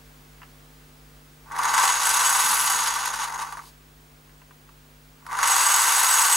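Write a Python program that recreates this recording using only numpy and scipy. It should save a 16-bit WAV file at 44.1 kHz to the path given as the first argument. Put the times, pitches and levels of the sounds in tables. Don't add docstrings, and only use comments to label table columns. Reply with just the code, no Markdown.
import sys
import numpy as np
from scipy import signal
from scipy.fft import rfft, irfft
from scipy.io import wavfile

SR = 44100
rng = np.random.default_rng(int(sys.argv[2]) if len(sys.argv) > 2 else 0)


def digitize_waveform(pressure):
    field = np.atleast_2d(pressure).T
    bounded = np.clip(field, -1, 1)
    quanta = np.round(bounded * 32767).astype(np.int16)
    wavfile.write(sys.argv[1], SR, quanta)


N = 280472
TIME = np.arange(N) / SR
HZ = np.fft.rfftfreq(8192, 1 / SR)
RESPONSE_TIME = TIME[:len(HZ)]

# t/s, f/Hz
SPEED = [(1.45, 34.3), (1.6, 117), (1.8, 283), (2.5, 327), (2.9, 295), (3.1, 150), (3.35, 140), (3.5, 61),
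         (3.7, 34), (5.24, 50), (5.33, 171), (5.45, 360), (5.7, 534), (6.36, 490)]
TOOTH_HZ = np.interp(TIME, *np.transpose(SPEED))
PACE = TOOTH_HZ / TOOTH_HZ.max()
# f/Hz, level/dB
SHELL = [(60, -70), (180, -47), (280, -35), (370, -26.5), (465, -19), (520, -22), (600, -24), (680, -17.5),
         (780, -9.5), (900, -1.5), (1040, -2), (1185, -1), (1260, -11), (1500, -26), (2600, -55)]
PANELS = [(200, -70), (800, -30), (1240, -14), (1320, -2), (1430, -.5), (1525, -1), (1670, -8),
          (1900, -5.5), (2080, -8), (2280, -14.5), (3200, -38), (8000, -65)]
CHATTER = [(100, -61), (600, -14), (1500, -2.5), (2200, -5), (2700, -0.5), (3150, -0.5), (3500, -1),
           (4200, -1), (5200, -1.5), (6000, 0), (7500, -4), (8500, -2), (11000, -5), (16000, -24)]
FIZZ = [(500, -70), (6000, -20), (8000, -8), (8900, -1.5), (9800, -1), (10400, .5), (11000, -1.5),
        (11500, -8), (12800, -9), (13500, -13), (14300, -19), (15800, -21)]


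def amp(db):
    return 10 ** (np.asarray(db) / 20)


def unit_rms(x):
    return x / np.sqrt(np.mean(x ** 2) + 1e-20)


def at_hz(rows, hz):
    f, value = np.transpose(rows)
    return np.interp(np.log(hz + 1), np.log(f + 1), value)


def curve(rows):
    return np.interp(TIME, *np.transpose(rows))


def add(mix, s, sound):
    part = mix[round(s * SR):][:len(sound)]
    part += sound[:len(part)]


def through(x, response):
    return signal.oaconvolve(x, response)[:len(x)]


def shaped(x, spectrum):
    return irfft(rfft(x) * amp(at_hz(spectrum, np.fft.rfftfreq(N, 1 / SR))), N)


def steadied(x, seconds):
    width = int(seconds * SR)
    power = signal.oaconvolve(x ** 2, np.hanning(width) / (width / 2), "same")
    return x / np.sqrt(abs(power) + 1e-7)


def gears():
    knock_db, chatter_db = run_levels()
    knocks = teeth(slop_periods=0.2, spread_db=4.5)
    flung = 0.69 * np.clip(PACE / 0.5, 0, 1)
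    sliding = rebounds(knocks, settle_s=0.006, per_s=4000, spread_db=2, between=0.35)
    dull = flung * steadied(knocks, seconds=0.0072) + np.sqrt(1 - flung ** 2) * sliding
    sharp = rebounds(knocks * flung ** 2, settle_s=0.0062, per_s=10000, spread_db=4.5, between=0.034)
    chatter = amp(chatter_db + 1.5) * radiate(sharp, CHATTER)
    hard = sharp * axle_wander()
    return shell_knock(dull, knock_db) + chatter + fizz(hard, chatter_db) + metal_parts(hard, chatter_db)


def run_levels():
    # t/s, knock level/dB, chatter level/dB
    coasting_run = [(1.46, -58.5, -79), (1.53, -36, -58), (1.63, -25.5, -38.5), (1.85, -23.5, -29),
                    (1.99, -30, -33.5), (2.05, -26.5, -29), (2.3, -25.5, -29.5), (2.82, -29.5, -32),
                    (3.18, -32, -40.5), (3.24, -30.5, -36), (3.28, -35.5, -47), (3.41, -33, -45),
                    (3.49, -39, -52), (3.59, -45, -58.5), (3.68, -57.5, -61.5)]
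    steady_run = [(5.24, -58.5, -75), (5.326, -34, -50.5), (5.476, -25.5, -28.5), (6.344, -26, -27.5),
                  (6.36, -29, -29)]
    release_db_per_s = 250
    levels = []
    for rows in (coasting_run, steady_run):
        s, knock_db, chatter_db = np.transpose(rows)
        drop_db = release_db_per_s * abs(TIME - np.clip(TIME, s[0], s[-1]))
        levels.append([np.interp(TIME, s, db) - drop_db for db in (knock_db, chatter_db)])
    return np.max(levels, axis=0)


def teeth(slop_periods, spread_db):
    teeth_passed = np.cumsum(TOOTH_HZ) / SR
    late, force = rng.standard_normal((4000, 2)).T
    onsets = np.searchsorted(teeth_passed, np.arange(len(late)) + slop_periods * late)
    return np.bincount(onsets, amp(spread_db * np.clip(force, -2, 1.6)), N + 1)[:N]


def rebounds(knocks, settle_s, per_s, spread_db, between):
    shower = through(knocks, np.exp(-RESPONSE_TIME / settle_s))
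    contacts = random_signs(rng.random(N) < per_s / SR)
    force = amp(spread_db * np.clip(rng.standard_normal(N), -2, 2))
    return steadied((shower + between) * contacts * force, seconds=0.094)


def axle_wander(depth_db=3.5, share_at_top_speed=0.38):
    band = signal.butter(2, [18, 50], "band", fs=SR, output="sos")
    wander = unit_rms(signal.sosfilt(band, rng.standard_normal(N)))
    share = np.interp(PACE, [0, 1], [1, share_at_top_speed])
    return unit_rms(amp(depth_db * share * np.clip(wander, -2, 2)))


def random_signs(contacts):
    return contacts * rng.choice([-1, 1], N)


def body(spectrum):
    # f/Hz, bandwidth/Hz, lift/dB
    plastic = [(792, 25, 3), (940, 30, 2), (1008, 35, 3), (1140, 35, 3), (1175, 35, 4.5), (1320, 30, 4.5),
               (1505, 50, 2.5), (2024, 30, 4), (2530, 90, 3), (2718, 130, 4.5), (3000, 80, 2),
               (3560, 160, 2), (4650, 260, 3), (5765, 70, 4), (5925, 110, 4.5), (7086, 90, 5)]
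    peaks_db = sum(lift / (1 + (2 * (HZ - hz) / width) ** 2) for hz, width, lift in plastic)
    db = at_hz(spectrum, HZ) + peaks_db
    log_gain = np.log(amp(np.r_[db, db[-2:0:-1]]))
    response = np.fft.ifft(np.exp(np.conj(signal.hilbert(log_gain)))).real[:len(HZ)]
    return response / np.linalg.norm(response)


def radiate(contacts, spectrum):
    return through(random_signs(contacts), body(spectrum))


def shell_knock(contacts, knock_db):
    deep = amp(-1.2) * radiate(contacts, SHELL)
    bright = amp(-2 + 1.63 * np.log2(PACE)) * radiate(contacts, PANELS)
    return amp(knock_db) * (deep + bright)


def drive_gain(chatter_db, full_db, exponent, db_per_octave):
    full_chatter_db = -26
    return amp(full_db + exponent * (chatter_db - full_chatter_db) + db_per_octave * np.log2(PACE))


def fizz(contacts, chatter_db):
    # f/Hz, level/dB
    sparkle = [(1000, -70), (9000, -20), (11300, -2), (12450, -1), (12780, 6), (13150, -5), (13650, -4),
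               (13950, 0), (14300, -5), (15800, -8)]
    treble = radiate(contacts, FIZZ) + amp(-4.5) * PACE ** 2 * radiate(contacts, sparkle)
    return drive_gain(chatter_db, full_db=-23, exponent=2.97, db_per_octave=0) * treble


def metal_parts(contacts, chatter_db):
    # f/Hz, bandwidth/Hz, level/dB
    taut_modes = [(6652, 40, 0), (6610, 110, -3), (6470, 220, -9)]
    slack_modes = [(6620, 110, 0), (6420, 200, -1)]
    upper_modes = [(7840, 130, 0), (7780, 330, 0)]
    fast_modes = [(8072, 50, 0), (8030, 140, -5)]
    thin_modes = [(10250, 420, 0), (10500, 420, 0), (12780, 200, -7), (13930, 200, -11), (8870, 220, -6)]
    taut = np.clip((PACE - 0.2) / 0.2, 0, 1)
    lower = np.sqrt(taut) * ring(taut_modes, contacts)
    lower += amp(2) * np.sqrt(1 - taut) * ring(slack_modes, contacts)
    lower *= drive_gain(chatter_db, full_db=-26.5, exponent=1.05, db_per_octave=0.7)
    fast = np.clip((PACE - 0.55) / 0.8, 0, 1)
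    upper = np.sqrt(fast) * ring(fast_modes, contacts) + np.sqrt(1 - fast) * ring(upper_modes, contacts)
    upper *= drive_gain(chatter_db, full_db=-22.5, exponent=2.4, db_per_octave=2.5)
    swell_db = 11.96 * np.exp(-((TIME - 2.502) / 0.31) ** 2)
    thin = amp(swell_db) * ring(thin_modes, contacts)
    thin *= drive_gain(chatter_db, full_db=-35, exponent=1.1, db_per_octave=-1)
    return lower * seating() + upper * seating() + thin * seating()


def ring(modes, contacts):
    t = RESPONSE_TIME
    drive = random_signs(contacts)
    spot = rng.integers(0, len(modes), N)
    responses = np.array([amp(db) * np.sqrt(width) * np.exp(-np.pi * width * t)
                          * np.sin(2 * np.pi * hz * t) for hz, width, db in modes])
    responses *= np.sqrt(len(modes)) / np.linalg.norm(responses)
    ringing = sum(through(drive * (spot == k), response) for k, response in enumerate(responses))
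    bass_cut = signal.butter(2, 2500, "high", fs=SR, output="sos")
    return signal.sosfilt(bass_cut, ringing)


def seating(cutoff_hz=10.2, depth_db=1.5):
    drift = signal.sosfilt(signal.butter(2, cutoff_hz, fs=SR, output="sos"), rng.standard_normal(N))
    return unit_rms(amp(depth_db * np.clip(unit_rms(drift), -2, 1)))


def strike(spectrum, settle_s, scatter):
    force = scatter * rng.standard_normal(len(HZ)) * np.exp(-RESPONSE_TIME / settle_s)
    force[0] += 1
    sound = through(force, body(spectrum))
    return sound / np.sqrt(np.mean(sound[:SR // 200] ** 2))


def jolts():
    # t/s, level/dB, relative level of the skid/dB
    jumps = [(1.486, -41, -30), (1.519, -29, -10), (1.563, -21.5, -11.5), (1.588, -18.5, -8.5),
             (1.633, -24.5, 1), (1.74, -17.5, -3), (1.779, -9.5, -6.5), (1.834, -12, -14),
             (1.889, -13.5, -7), (2.111, -27, 8), (2.426, -27, 3), (2.675, -22.5, 5.5), (2.79, -21, -4),
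             (2.873, -20, 2), (3.057, -23.5, 1), (3.242, -27, -3), (3.42, -23.5, -8), (3.524, -28.5, -8),
             (3.546, -38, -26), (3.571, -27, -15), (3.592, -28.5, -35), (5.265, -28, -11.5),
             (5.294, -31, -35), (5.312, -24, -17), (5.329, -23.5, -11), (5.389, -14, -12),
             (5.43, -9.5, -8.5), (5.44, -12, -12), (5.479, -24, -11), (5.501, -18, -28)]
    out = np.zeros(N)
    for s, db, skid_db in jumps:
        add(out, s, amp(db - 13) * strike(SHELL, settle_s=0.011, scatter=0.2))
        add(out, s, amp(db - 12) * strike(PANELS, settle_s=0.0054, scatter=0.067))
        add(out, s, amp(db + skid_db - 7.5) * strike(CHATTER, settle_s=0.0093, scatter=0.29))
        add(out, s, amp(db + skid_db - 10.5) * strike(FIZZ, settle_s=0.0023, scatter=0.94))
    return out


def stray_jolts(most_per_s=50):
    knock_db, chatter_db = run_levels()
    slowness = 1 - PACE
    force = amp(-2.5 + 3 * slowness + 2 * np.clip(rng.standard_normal(N), -2, 1))
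    hits = (rng.random(N) < most_per_s * slowness / SR) * force
    knock = 0.5 * strike(SHELL, settle_s=0.003, scatter=0.1)
    skid = strike(CHATTER, settle_s=0.005, scatter=0.6) + 0.5 * strike(FIZZ, settle_s=0.005, scatter=0.9)
    return through(hits * amp(knock_db), knock) + through(hits * amp(chatter_db + 2.5), skid)


def handling():
    # t/s, level/dB
    ticks = [(0.418, -36), (0.43, -36.5), (4.294, -49), (4.417, -44.5), (4.509, -42), (4.69, -42.5)]
    bumps = [(2.441, -39), (2.488, -38), (2.604, -42), (2.75, -37), (2.788, -45)]
    # f/Hz, level/dB
    finger = [(100, -57), (600, -9), (1000, 7), (1900, 2.5), (2300, -4), (2750, -1), (3400, -15),
              (5000, -18), (12000, -30)]
    bench = [(30, -32), (80, -10), (120, -1), (210, -4), (300, -4), (600, -35)]
    skin = [(1000, -36), (3800, -3), (5100, 0), (6300, -17), (8000, 0), (10000, -5), (12500, -2),
            (15500, -20)]
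    out = np.zeros(N)
    for s, db in ticks:
        add(out, s, amp(db - 8.5) * strike(finger, settle_s=0.0054, scatter=0.27))
    for s, db in bumps:
        bump = strike(bench, settle_s=0.035, scatter=0.36)
        add(out, s, amp(db - 6) * bump / abs(bump).max())
    brush_at_s, brush_length_s = 3.61, 0.11
    stroke = np.sin(np.pi * np.clip((TIME - brush_at_s) / brush_length_s, 0, 1))
    return out + amp(-55) * stroke * through(rng.standard_normal(N), body(skin))


def room(x, t60_scale):
    # f/Hz, T60/s
    decay = [(200, 0.28), (1000, 0.05), (4000, 0.15), (14000, 0.12)]
    length, reflections_per_s = SR // 2, 4000
    taps = rng.choice([-1., 1.], length) * (rng.random(length) < reflections_per_s / SR)
    taps *= TIME[:length] > 0.001
    hz, t, spectra = signal.stft(taps, SR, nperseg=128)
    t60 = t60_scale * at_hz(decay, hz)[:, None]
    tail = signal.istft(spectra * amp(-60 * t / t60), SR, nperseg=128)[1]
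    return through(x, tail / np.linalg.norm(tail))


def mains(whine_hz=15625, whine_db=-63):
    # f/Hz, level/dB
    partials = [(50.1, -57.5), (100.2, -74.5), (150.3, -57.5), (250.5, -64), (350.7, -76.5), (450.9, -71.5)]
    # t/s, gain/dB
    drift = [(0, 4.5), (1.7, 3.5), (2.0, -0.5), (2.5, -2.5), (3.0, 1.5), (5.4, 2.5), (5.7, -7), (6.36, -9)]
    hum = sum(amp(db) * np.sin(2 * np.pi * (hz * TIME + rng.random())) for hz, db in partials)
    return hum * amp(curve(drift)) + amp(whine_db) * np.sin(2 * np.pi * whine_hz * TIME)


def hiss():
    # f/Hz, level/dB
    air = [(20, -30), (45, 4), (80, -9), (130, -10.5), (200, -10), (300, -8), (450, -11), (600, -12),
           (1100, -13), (2500, -17), (5000, -20), (10000, -22), (15400, -23.5)]
    # t/s, level/dB
    air_level = [(0, -54.5), (1.4, -55.5), (2.2, -52.5), (3.8, -56.5), (5.2, -56.5), (5.7, -58),
                 (6.36, -57.5)]
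    return unit_rms(shaped(rng.standard_normal(N), air)) * amp(curve(air_level))


def scene():
    # f/Hz, gain/dB
    width = [(25, -46), (80, -25), (170, -10.5), (350, -13.5), (700, -7.5), (1400, -4), (2800, -8),
             (5600, -11.5), (10000, -15.5), (14000, -46)]
    car = gears() + jolts() + stray_jolts() + handling()
    mid = amp(0.6) * car + amp(-7.5) * room(car, t60_scale=1) + hiss() + mains()
    reflections = amp(-18.5) * room(car, t60_scale=0.034) + amp(1) * room(car, t60_scale=0.33)
    side = shaped(reflections + amp(5) * hiss(), width)
    return np.array([mid + side, mid - side])


def record(dry):
    edge_hz = 15850
    low_pass = signal.firwin(801, edge_hz, window=("kaiser", 9), fs=SR)
    return signal.oaconvolve(dry, low_pass[None], "same", axes=1)


dry = scene()
out = record(dry)
digitize_waveform(out)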